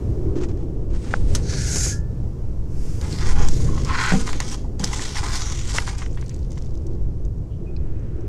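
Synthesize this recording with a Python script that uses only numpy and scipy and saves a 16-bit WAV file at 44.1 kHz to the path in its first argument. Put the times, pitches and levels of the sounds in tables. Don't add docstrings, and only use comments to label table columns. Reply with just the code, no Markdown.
import sys
import numpy as np
from scipy import signal
from scipy.fft import rfft, irfft, next_fast_len
from scipy.io import wavfile
from scipy.ndimage import uniform_filter1d, map_coordinates

SR = 44100
rng = np.random.default_rng(int(sys.argv[2]) if len(sys.argv) > 2 else 0)


def bounce(signal):
    frames = np.transpose(np.atleast_2d(signal))
    limited = np.clip(frames, -1, 1)
    pcm = np.round(limited * 32767).astype(np.int16)
    wavfile.write(sys.argv[1], SR, pcm)


N = 365148


# t/s, length/s, film level/dB, wall level/dB, release t60/s
HAND_STROKES = [(3.008, 0.058, -46.5, -44, 0.26), (3.083, 0.074, -41, -49, 0.32),
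                (3.171, 0.087, -41.5, -39, .25), (3.25, 0.076, -37, -36.5, 0.13),
                (3.344, 0.094, -40, -35.5, 0.24), (3.45, 0.2, -42.5, -55, 0.28),
                (3.657, 0.22, -45, -47.5, 0.33), (3.852, 0.17, -41, -40.5, .35),
                (3.995, 0.17, -33, -37.5, 0.45), (4.185, 0.03, -40, -62, .2),
                (4.252, 0.045, -35, -37.5, 0.21), (4.327, 0.076, -45, -45, .15),
                (4.409, 0.11, -39, -43.5, 0.17), (4.511, 0.035, -37.5, -39, 0.06),
                (4.547, 0.057, -52.5, -59, 0.36), (4.786, 0.064, -39.5, -44, 0.15),
                (4.845, 0.088, -37, -42.5, .2), (4.921, 0.12, -35, -42, 0.3),
                (5.043, 0.092, -36.5, -41.5, 0.22), (5.138, 0.053, -34, -36, 0.32),
                (5.218, 0.11, -37, -37, 0.31), (5.307, .11, -33, -41, 0.32),
                (5.435, 0.096, -37.5, -42, 0.16), (5.538, 0.17, -40.5, -50, .3),
                (5.676, 0.12, -36.5, -42.5, 0.49), (5.732, 0.053, -30, -35, 0.1),
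                (5.861, 0.033, -37.5, -38.5, 0.2), (5.918, 0.018, -49, -42, 0.23),
                (5.97, 0.06, -45, -49, 0.19)]
# f/Hz, level/dB
FILM_EQ = [(1060, -14), (1800, -5.5), (2190, -3.5), (2530, -8), (3030, -3), (3300, -2.5), (3800, -2),
           (5100, 1.5), (6900, 2), (10500, -15), (14400, -39), (15500, -95)]
# f/Hz, width/Hz, level/dB
BOX_RESONANCES = [(826, 135, 6), (1017, 110, 4), (1210, 220, 0.5), (1453, 130, 2), (1670, 120, -4),
                  (1950, 280, -0.5), (2270, 310, -6.5), (3120, 910, -10.5)]

def rummage():
    releases = [row[-1] for row in HAND_STROKES]
    film_gain = strokes(HAND_STROKES, attack=.017, t60=releases)
    wall_gain = strokes(HAND_STROKES, attack=.017, t60=releases, column=1)
    crackle = slips(rate=4500, spread_db=3.6, clump_db=1.8, clump_rate=130)
    sliding = film_gain * unit(coloured(crackle, FILM_EQ))
    rub = crackle + slips(rate=1200, spread_db=2.5, clump_db=2, clump_rate=46)
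    wall_eq = [(200, -44), (620, 7), (850, 14), (3000, 9.5), (7000, -3)]
    hollow = wall_gain * unit(coloured(resonate(rub, BOX_RESONANCES), wall_eq))
    rustle = shifting_folds(sliding + hollow + crinkles(), depth_db=1.9)
    return reflections(rustle, wet_db=-11.5, spread_s=.008)


# t/s, length/s, level/dB
SETTLING = [(5.95, 0.4, -55.5), (6.5, 0.15, -60.5)]
# f/Hz, width/Hz, level/dB
CREASES = [(2230, 1200, 1), (4400, 1700, -3), (5600, 1000, -3), (6750, 800, -3), (9000, 2200, -8)]

def crinkles():
    ticks = sum(resonate(slips(rate=150, spread_db=3.2, clump_db=2.2, clump_rate=45), [crease])
                for crease in CREASES)
    ticks = coloured(ticks, [(600, -13), (1500, 0), (8000, 0), (11000, -14), (15000, -20)])
    return strokes(SETTLING, attack=.017, t60=.72) * unit(ticks)


# t/s, peak level/dB, t60/s, ring f/Hz
SNAPS = [(0.4863, -40, 0.028, 6240), (1.3503, -11.5, 0.024, 5870), (1.3536, -10.5, 0.043, 9100),
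         (1.359, -16.5, 0.071, 6200), (1.507, -24, .02, 5800), (1.759, -12, 0.026, 7000),
         (3.013, -26, 0.022, 3240), (3.127, -22, .03, 4180), (3.486, -16.5, 0.017, 6200),
         (3.8485, -19.5, 0.026, 4760), (4.3297, -24, 0.033, 4800), (4.403, -12, 0.034, 4850),
         (4.448, -35, .02, 5000), (4.499, -23, 0.033, 5260), (4.532, -29, .025, 4000),
         (4.796, -22.5, 0.042, 5540), (4.8403, -14, 0.032, 5400), (4.8435, -8.5, 0.018, 5640),
         (4.852, -19, 0.039, 5600), (4.93, -24, .025, 6060), (4.944, -23, .02, 6200),
         (4.965, -32, .03, 6500), (5.038, -25, .02, 4960), (5.126, -27, .02, 3200),
         (5.147, -25, 0.025, 3800), (5.171, -23, 0.027, 4500), (5.192, -23, .02, 5000),
         (5.354, -20, 0.13, 3900), (5.414, -29, .02, 6000), (5.522, -26, 0.039, 5050),
         (5.557, -37, .02, 6000), (5.699, -23, .02, 6000), (5.766, -21, 0.046, 5500),
         (5.982, -27.5, 0.04, 8100), (6.13, -37, .03, 7070), (6.212, -36, .03, 7200),
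         (6.2415, -46, .02, 5040), (6.2617, -37, 0.04, 5100), (6.2814, -38, .015, 3340),
         (6.294, -28.5, 0.022, 5900), (6.3437, -36, .02, 6870), (6.3622, -43, .02, 7130),
         (6.3906, -45, .025, 5350), (6.4295, -45, .02, 4600), (6.447, -43, .02, 4220),
         (6.464, -49, .02, 4800), (6.503, -46, .02, 5500), (6.507, -38, 0.02, 5490),
         (6.518, -35, 0.022, 8200), (6.53, -39, .02, 6440), (6.5572, -42, .02, 5020),
         (6.578, -37, 0.04, 7390), (6.586, -39, .03, 5200), (6.622, -37, 0.03, 5120),
         (6.6467, -41, 0.033, 5930), (6.66, -40, .02, 6200), (6.693, -45, .02, 2760),
         (6.709, -44, .02, 4900), (6.743, -46, .015, 5600), (6.753, -40.5, .022, 4490),
         (6.775, -39.5, 0.031, 5140), (6.8206, -50, .015, 5200), (6.867, -38.5, .028, 6600),
         (6.914, -48, .02, 5800), (6.934, -46, .02, 4800), (6.9514, -48, .015, 5000),
         (7.0244, -51, .02, 5500), (7.2504, -41.5, 0.02, 6400), (7.382, -52, .02, 5500),
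         (7.996, -50.5, .02, 6000), (8.208, -48, 0.022, 5600)]
# f/Hz, level/dB
SNAP_EQ = [(300, -26), (900, 1.5), (2200, -5), (4000, 1.5), (6300, 6.5), (8500, -0.5), (11000, -11.5),
           (15500, -26)]

def snaps():
    out = np.zeros(N)
    for s, db, t60, hz in SNAPS:
        pop = burst(t60, SNAP_EQ, crack_db=-1, crack_t60=.007)
        broad = np.interp(db, [-40, -14], [.6, 1.4])
        pop = broad * pop + resonate(pop, [(hz, 1400, 1)])
        add(out, s, amp(db) * pop / np.abs(pop).max())
    return out


# t/s, peak level/dB, t60/s
FLAPS = [(3.778, -28, 0.04), (4.276, -22, 0.048), (4.289, -22, 0.06), (4.331, -20, 0.079),
         (4.402, -16, 0.098), (4.839, -22, .054), (4.931, -20, 0.038), (4.994, -20, 0.021),
         (5.168, -17, 0.055), (5.231, -28, 0.019), (5.877, -20, 0.11), (6.019, -25.5, 0.097),
         (6.062, -28, 0.02), (6.174, -29, 0.13), (6.226, -31.5, 0.025), (6.574, -34.5, 0.052)]
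# f/Hz, level/dB
FLAP_EQ = [(200, -7), (650, -2), (980, 7), (1500, 2), (2000, 7), (2450, -3.5), (3000, -0.5), (4200, -11),
           (8000, -31), (15000, -56)]

def flaps():
    out = np.zeros(N)
    for s, db, t60 in FLAPS:
        crack_db = np.interp(db, [-22, -10], [2, 11])
        add(out, s, amp(db) * burst(t60, FLAP_EQ, crack_db, crack_t60=.006))
    return out


# t/s, length/s, level/dB
PULLS = [(3.67, 0.11, -50), (3.845, .04, -36.5), (3.882, 0.056, -26.5), (3.935, 0.062, -27),
         (3.972, 0.15, -24)]
# f/Hz, width/Hz, level/dB
DEEP_RESONANCES = [(1072, 75, 7.5), (1300, 67, -2), (1900, 360, -13)]
MOUTH_RESONANCES = [(1020, 93, -2), (1470, 150, 5.5), (1840, 330, -5), (3150, 140, -12), (4070, 520, -11),
                    (5050, 450, -19)]
# t/s, level/dB
CATCHES = [(3.603, -33), (3.688, -26), (3.712, -35), (3.733, -31), (3.754, -34), (3.778, -22), (3.797, -30)]
# f/Hz, level/dB, t60/s
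CATCH_MODES = [(1080, 0, 0.03), (1230, -12, .03), (1950, -19, .02)]

def drag(slide_start_s=3.915, slide_s=.053):
    near = curve([(slide_start_s, 0), (slide_start_s + slide_s, .95)])
    judder = slips(rate=1500, spread_db=1, clump_db=1.4, clump_rate=110)
    deep = np.sqrt(1 - near) * unit(resonate(judder, DEEP_RESONANCES))
    mouth = np.sqrt(near) * unit(resonate(judder, MOUTH_RESONANCES))
    rasp = unit(coloured(deep + mouth, [(400, -26), (900, 8), (5000, 5), (11000, -18)]))
    return strokes(PULLS, attack=.01, t60=.073) * rasp + struck(CATCHES, CATCH_MODES, attack=.0012)


# t/s, level/dB
DOOR_RUB = [(1.42, -50), (1.5, -34.5), (1.66, -33.5), (1.77, -31), (1.86, -30.5), (1.925, -38), (2.02, -69)]
# f/Hz, level/dB
DOOR_EQ = [(410, -53), (700, -6), (919, -14), (1130, -29), (1450, -7), (1950, -3.5), (3100, -11.5),
           (3490, -13), (4520, -16.5), (4950, -6), (5710, 1.5), (6410, 2), (9840, -16), (12300, -17),
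           (15500, -69.5)]
# f/Hz, width/Hz, level/dB
TIGHT_SQUEAL = [(4500, 650, 12.5), (5500, 210, -11), (7700, 830, 4)]
WIDE_SQUEAL = [(5070, 130, 14), (5470, 90, 11), (5680, 130, 12), (6380, 260, 23.5), (6670, 100, 20),
               (6900, 110, 19), (7240, 370, 16), (8400, 1700, 4)]
PANEL_RESONANCES = [(1470, 110, 0), (1620, 120, 1), (1737, 81, 3)]
# t/s, level/dB
DOOR_RELEASES = [(1.918, -35)]
# f/Hz, level/dB, t60/s
PANEL_MODES = [(1390, -11, 0.43), (1620, -5, .1), (1670, 5, 0.18), (1754, -11.5, 0.68)]

def door():
    rub = amp(curve(DOOR_RUB, outside=-120)) * slips(rate=14000, spread_db=3, clump_db=1, clump_rate=200)
    swing = curve([(1.52, 0), (1.78, 1)])
    hiss = coloured(rub, DOOR_EQ)
    squeal = resonate(rub * (1 - swing), TIGHT_SQUEAL) + resonate(rub * swing, WIDE_SQUEAL)
    panel = resonate(resonate(rub, PANEL_RESONANCES), PANEL_RESONANCES)
    scrape = amp(-4) * unit(hiss) + amp(2) * unit(squeal) + amp(-14) * unit(panel)
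    scrape = coloured(scrape, [(8000, 2), (12000, -2), (13500, -19), (15500, -26)])
    scrape = np.std(rub) * shifting_folds(scrape, depth_db=1)
    return scrape + struck(DOOR_RELEASES, PANEL_MODES, attack=.0032)


# t/s, level/dB
KNOCKS = [(1.139, -4.5)]
THUMPS = [(4.121, -16), (4.138, -11), (4.8, -25), (4.83, -24)]
# f/Hz, level/dB, t60/s
KNOCK_MODES = [(595, -8, 0.014), (780, 2.5, 0.009), (1485, 11, 0.0056), (1840, -4, 0.0046),
               (2470, -36, .008)]
SHELL_MODES = [(166.5, 0.5, 0.16), (191.7, 1.5, 0.22), (246, -8.5, 0.35), (368, -19, 0.078),
               (456, -16.5, 0.47), (501, -15, 0.29), (770, -11, 0.089)]

def box_knocks():
    return struck(KNOCKS, KNOCK_MODES, attack=.0011) + struck(THUMPS, SHELL_MODES, attack=.0012)


# t/s, peak level/dB, t60/s
JOLTS = [(1.354, -24, 0.26), (1.529, -23.5, 0.15), (1.758, -21.5, 0.065), (1.772, -19.5, 0.055),
         (1.862, -23, 0.068), (4.12, -11, 0.12), (3.404, -25, 0.068), (4.831, -24.5, 0.13),
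         (5.742, -23.5, 0.075), (5.784, -25, 0.045)]
# f/Hz, level/dB
JOLT_EQ = [(100, -7), (250, 3.5), (500, 4), (850, -11), (1600, -7.5), (3000, -18), (8000, -18),
           (15000, -70)]

def jolts():
    out = np.zeros(N)
    for s, db, t60 in JOLTS:
        add(out, s, amp(db) * burst(t60, JOLT_EQ, crack_db=-11, crack_t60=.0086))
    return out


# t/s, level/dB
TAPS = [(4.645, -33.5), (4.799, -31), (4.831, -25), (4.843, -34), (4.914, -26), (5.056, -38),
        (5.186, -25.5), (5.232, -22)]
RIM_CRACKS = [(5.7847, -1)]
# f/Hz, level/dB, t60/s
TAP_MODES = [(844, -1.5, 0.055), (947, -6, 0.054), (1090, -11, 0.055), (1920, -23, .05)]
RIM_MODES = [(950, -24.5, 0.06), (1460, -20, 0.014), (1760, 0, 0.003), (1990, -16.5, 0.028),
             (2690, -14, 0.015)]

def mail_taps():
    return struck(TAPS, TAP_MODES, attack=.0013) + struck(RIM_CRACKS, RIM_MODES, attack=.00017)


# t/s, level/dB
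CLICKS = [(7.764, -41)]
# f/Hz, level/dB, t60/s
CLICK_MODES = [(2520, -2, .025), (4120, -2, 0.026), (4680, 1, 0.02), (5200, -3, .02)]

def click():
    return struck(CLICKS, CLICK_MODES, attack=.00068)


# t/s, length/s, level/dB
SLEEVE_SLIDES = [(2.66, 0.54, -48.5), (3.4, 0.2, -44)]
# f/Hz, level/dB
SLEEVE_EQ = [(800, -4.5), (2600, -8), (4000, -14), (5000, -3), (6400, -3), (8500, -8), (10500, -15),
             (13500, -19), (14500, -38)]

def sleeve():
    return strokes(SLEEVE_SLIDES, attack=.21, t60=.44) * unit(coloured(noise(), SLEEVE_EQ))


# t/s, length/s, level/dB
SCUFFS = [(.352, 0.1, -45), (.418, 0.02, -40.5), (.483, 0.035, -51.5), (.57, 0.065, -58),
          (.895, 0.069, -54), (.945, 0.023, -47), (1.04, 0.073, -47.5), (1.105, 0.057, -42.5)]
SWISHES = [(.9, 0.31, -50), (1.22, 0.16, -43.5)]
# f/Hz, level/dB
SOLE_EQ = [(300, -22), (800, 2), (1300, -2.5), (2300, -6.5), (4000, -11), (6500, -9), (9000, -21),
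           (11500, -45), (15500, -50)]
SWISH_EQ = [(600, 1), (2500, -3.5), (4000, -4), (6000, -3), (8700, -4.5), (10200, -14), (12500, -27)]

def steps():
    grit = slips(rate=3000, spread_db=3, clump_db=2.5, clump_rate=120)
    soles = strokes(SCUFFS, attack=.0052, t60=.052) * unit(coloured(grit, SOLE_EQ))
    weave = slips(rate=8100, spread_db=-3, clump_db=1, clump_rate=57)
    clothes = strokes(SWISHES, attack=.13, t60=.4) * unit(coloured(weave, SWISH_EQ))
    return soles + clothes


# t/s, length/s, level/dB
SHOVES = [(.86, 0.099, -16.5), (1.15, 0.17, -12.5), (3.2, 0.25, -7), (3.45, 0.22, -12.5),
          (4.08, 0.2, -17.5), (4.9, 0.72, -28)]
# t/s, level/dB
BUFFET_RIDE = [(0, -24.5), (.7, -28), (1.05, -29), (1.25, -23.5), (1.8, -22.5), (2.3, -27.5), (2.7, -29),
               (3.25, -24), (3.45, -19.5), (3.75, -21), (3.95, -27), (4.35, -30.5), (5.0, -29),
               (5.7, -30.5), (6.15, -30.5), (6.35, -27.5), (7.2, -27), (7.8, -29)]
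# f/Hz, level/dB
SWELL_EQ = [(2, -84), (6, 5), (13, 2), (25, -19.5), (45, -29), (120, -69), (400, -120)]
BUFFET_EQ = [(12, -14.5), (30, -13.5), (62, 4), (115, 0.5), (170, -6), (260, -39.5), (500, -53),
             (1200, -120)]
ROLL_EQ = [(12, -15), (25, -2.5), (50, 3.5), (75, -11), (150, -37), (400, -104)]

def wind_rumble(ceiling=.85):
    shoves = strokes(SHOVES, attack=.068, t60=.36)
    swell = (amp(-26.5) + shoves) * unit(coloured(noise(), SWELL_EQ, size=32768))
    buffet = amp(curve(BUFFET_RIDE)) * unit(coloured(noise(), BUFFET_EQ))
    roll = (amp(-28.5) + amp(-18) * shoves) * unit(coloured(noise(), ROLL_EQ))
    lumps = (buffet + roll) * unit(amp(.89 * wobble(14)))
    return ceiling * np.tanh((swell + lumps) / ceiling)


# t/s, level/dB
RUSH_RIDE = [(0, -32), (.4, -36), (1.02, -36), (1.2, -32.5), (1.6, -34), (2.05, -37.5), (2.6, -39),
             (3.1, -37), (3.35, -34), (3.78, -30.5), (4.0, -37.5), (4.5, -37), (4.9, -38.5), (5.6, -41),
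             (6.2, -40.5), (6.9, -39), (7.3, -41), (8.28, -39.5)]
AIR_RIDE = [(0, -51), (.8, -57.5), (2.2, -55), (6.5, -55), (7.4, -59.5), (8.28, -59)]
# f/Hz, level/dB
RUSH_EQ = [(80, -20.5), (200, 1), (340, -1), (480, -6), (650, -16.5), (1000, -26.5), (1600, -42),
           (3000, -43), (9000, -64)]
AIR_EQ = [(200, 10.5), (1000, 8), (2000, -4.5), (3500, -10.5), (5500, -4), (7500, -7.5), (10000, -14.5),
          (15000, -20.5)]
# t/s, length/s, level/dB, release t60/s
GUSTS = [(0, 0.21, -31, 1.2), (0.154, 0.21, -24.5, 0.99), (0.446, 0.26, -36.5, 1.5),
         (6.676, 0.29, -36.5, 1), (7.518, 0.18, -39, 0.87), (8.015, 0.23, -36, 1.2)]
# f/Hz, width/Hz, level/dB
PORT_RESONANCE = [(339, 88, 0)]

def wind_rush():
    rush = amp(curve(RUSH_RIDE)) * unit(coloured(noise() * amp(1.06 * wobble(25)), RUSH_EQ))
    port_note = unit(resonate(resonate(noise(), PORT_RESONANCE), PORT_RESONANCE))
    hum = strokes(GUSTS, attack=.22, t60=[row[-1] for row in GUSTS]) * port_note
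    air = amp(curve(AIR_RIDE)) * unit(coloured(noise(), AIR_EQ))
    return rush + hum + air


# t/s, level/dB, f/Hz, width/Hz, length/s
FAR_CALLS = [(7.497, -63, 3020, 600, 0.069), (7.66, -57, 2500, 110, 0.045), (7.786, -65, 2520, 60, 0.054),
             (7.936, -69, 2500, 60, .07)]
# t/s, length/s, level/dB
FAR_RUSTLE = [(7.5, .8, -60.5)]

def distant_calls():
    rustle_eq = [(500, -26), (1300, 3), (2400, -6), (3300, -13), (8000, -41)]
    out = strokes(FAR_RUSTLE, attack=.46, t60=.5) * unit(coloured(noise(), rustle_eq))
    t = np.arange(SR // 2) / SR
    for s, db, hz, width, length in FAR_CALLS:
        band = [(hz, width, 0)]
        tone = unit(resonate(resonate(rng.standard_normal(len(t)), band), band))
        envelope = 7 * t / length * np.exp(-3 * t / length)
        add(out, s, amp(db) * envelope * tone)
    return out


def slips(rate, spread_db, clump_db, clump_rate):
    at = np.flatnonzero(rng.random(N) < rate / SR)
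    size = amp(spread_db * np.minimum(rng.standard_exponential(N)[at], 4))
    polarity = np.sign(rng.random(N)[at] - .5)
    out = np.zeros(N)
    out[at] = size * polarity * amp(clump_db * wobble(clump_rate)[at])
    return unit(out)


def struck(blows, modes, attack):
    out, t = np.zeros(N), np.arange(SR // 2) / SR
    for s, db in blows:
        ring = sum(amp(level + rng.normal() - 60 * t / t60) * np.sin(2 * np.pi * hz * t)
                   for hz, level, t60 in modes)
        add(out, s, amp(db) * ring * (1 - np.exp(-t / attack)))
    return out


def burst(t60, eq, crack_db, crack_t60):
    t = np.arange(SR // 4) / SR
    fade = amp(-60 * t / t60) + amp(crack_db - 60 * t / crack_t60)
    x = coloured(rng.standard_normal(len(t)) * fade, eq)
    return x / np.abs(x).max()


def reflections(x, wet_db, spread_s, size=12000):
    out = np.zeros(N)
    for first in range(0, N - size, size // 2):
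        echo = np.zeros(SR // 20)
        echo[0] = 1
        for delay, strength in rng.random((8, 2)):
            add(echo, .0008 + delay * spread_s, [amp(wet_db) * (2 * strength - 1)])
        grain = x[first:first + size] * np.hanning(size)
        add(out, first / SR, signal.fftconvolve(grain, echo / np.linalg.norm(echo)))
    return out


def shifting_folds(x, depth_db, bins=14, frames=22):
    spectrum = signal.stft(x, nperseg=512)[2]
    drift = rng.standard_normal(spectrum.shape)
    drift = uniform_filter1d(uniform_filter1d(drift, bins, 0), frames, 1)
    return signal.istft(spectrum * amp(depth_db * unit(drift)), nperseg=512)[1][:N]


def strokes(rows, attack, t60, column=0):
    t, power = np.arange(N) / SR, np.zeros(N)
    for (s, length, *db), release in zip(rows, np.broadcast_to(t60, len(rows))):
        first = round(s * SR)
        age = t[first:first + int((length + 1.5 * release) * SR)] - s
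        shape = np.clip(age / attack, 0, 1) * amp(-60 * np.maximum(age - length, 0) / release)
        power[first:first + len(age)] += (amp(db[column]) * shape) ** 2
    return np.sqrt(power)


def curve(rows, outside=None):
    s, value = np.transpose(rows)
    return np.interp(np.arange(N) / SR, s, value, left=outside, right=outside)


def coloured(x, points, size=8192):
    f, db = np.transpose(points)
    gain = amp(np.interp(np.log(np.fft.rfftfreq(size, 1 / SR) + 1), np.log(f), db))
    cepstrum = irfft(np.log(gain + 1e-6))
    cepstrum[1:size // 2] *= 2
    cepstrum[size // 2 + 1:] = 0
    fade = np.hanning(2 * size)[size:]
    return signal.oaconvolve(x, irfft(np.exp(rfft(cepstrum))) * fade)[:len(x)]


def resonate(x, modes, size=4096):
    f = np.fft.rfftfreq(size, 1 / SR)
    response = sum(amp(db) * 1j * f * width / (hz * hz - f * f + 1j * f * width)
                   for hz, width, db in modes)
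    return signal.oaconvolve(x, irfft(response)[:size // 2])[:len(x)]


def wobble(rate):
    knots = rng.standard_normal(int(N * rate / SR) + 4)
    coarse = np.linspace(0, N, N // 32)
    return np.interp(np.arange(N), coarse, map_coordinates(knots, [coarse * rate / SR]))


def noise():
    return rng.standard_normal(N)


def amp(db):
    return np.exp(np.asarray(db) * (np.log(10) / 20))


def unit(x):
    return x / np.sqrt(np.mean(x ** 2) + 1e-20)


def add(track, s, sound):
    part = track[round(s * SR):][:len(sound)]
    part += sound[:len(part)]


def scene():
    hits = box_knocks() + jolts() + mail_taps() + click()
    bed = wind_rumble() + wind_rush() + distant_calls()
    foley = steps() + door() + rummage() + sleeve() + drag() + snaps() + flaps()
    return (hits + foley + bed)[None]


def record(dry, top_hz=15700):
    size = next_fast_len(N + SR // 4)
    passband = np.fft.rfftfreq(size, 1 / SR) < top_hz
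    return irfft(rfft(dry, size) * passband, size)[:, :N]


dry = scene()
out = record(dry)
bounce(out)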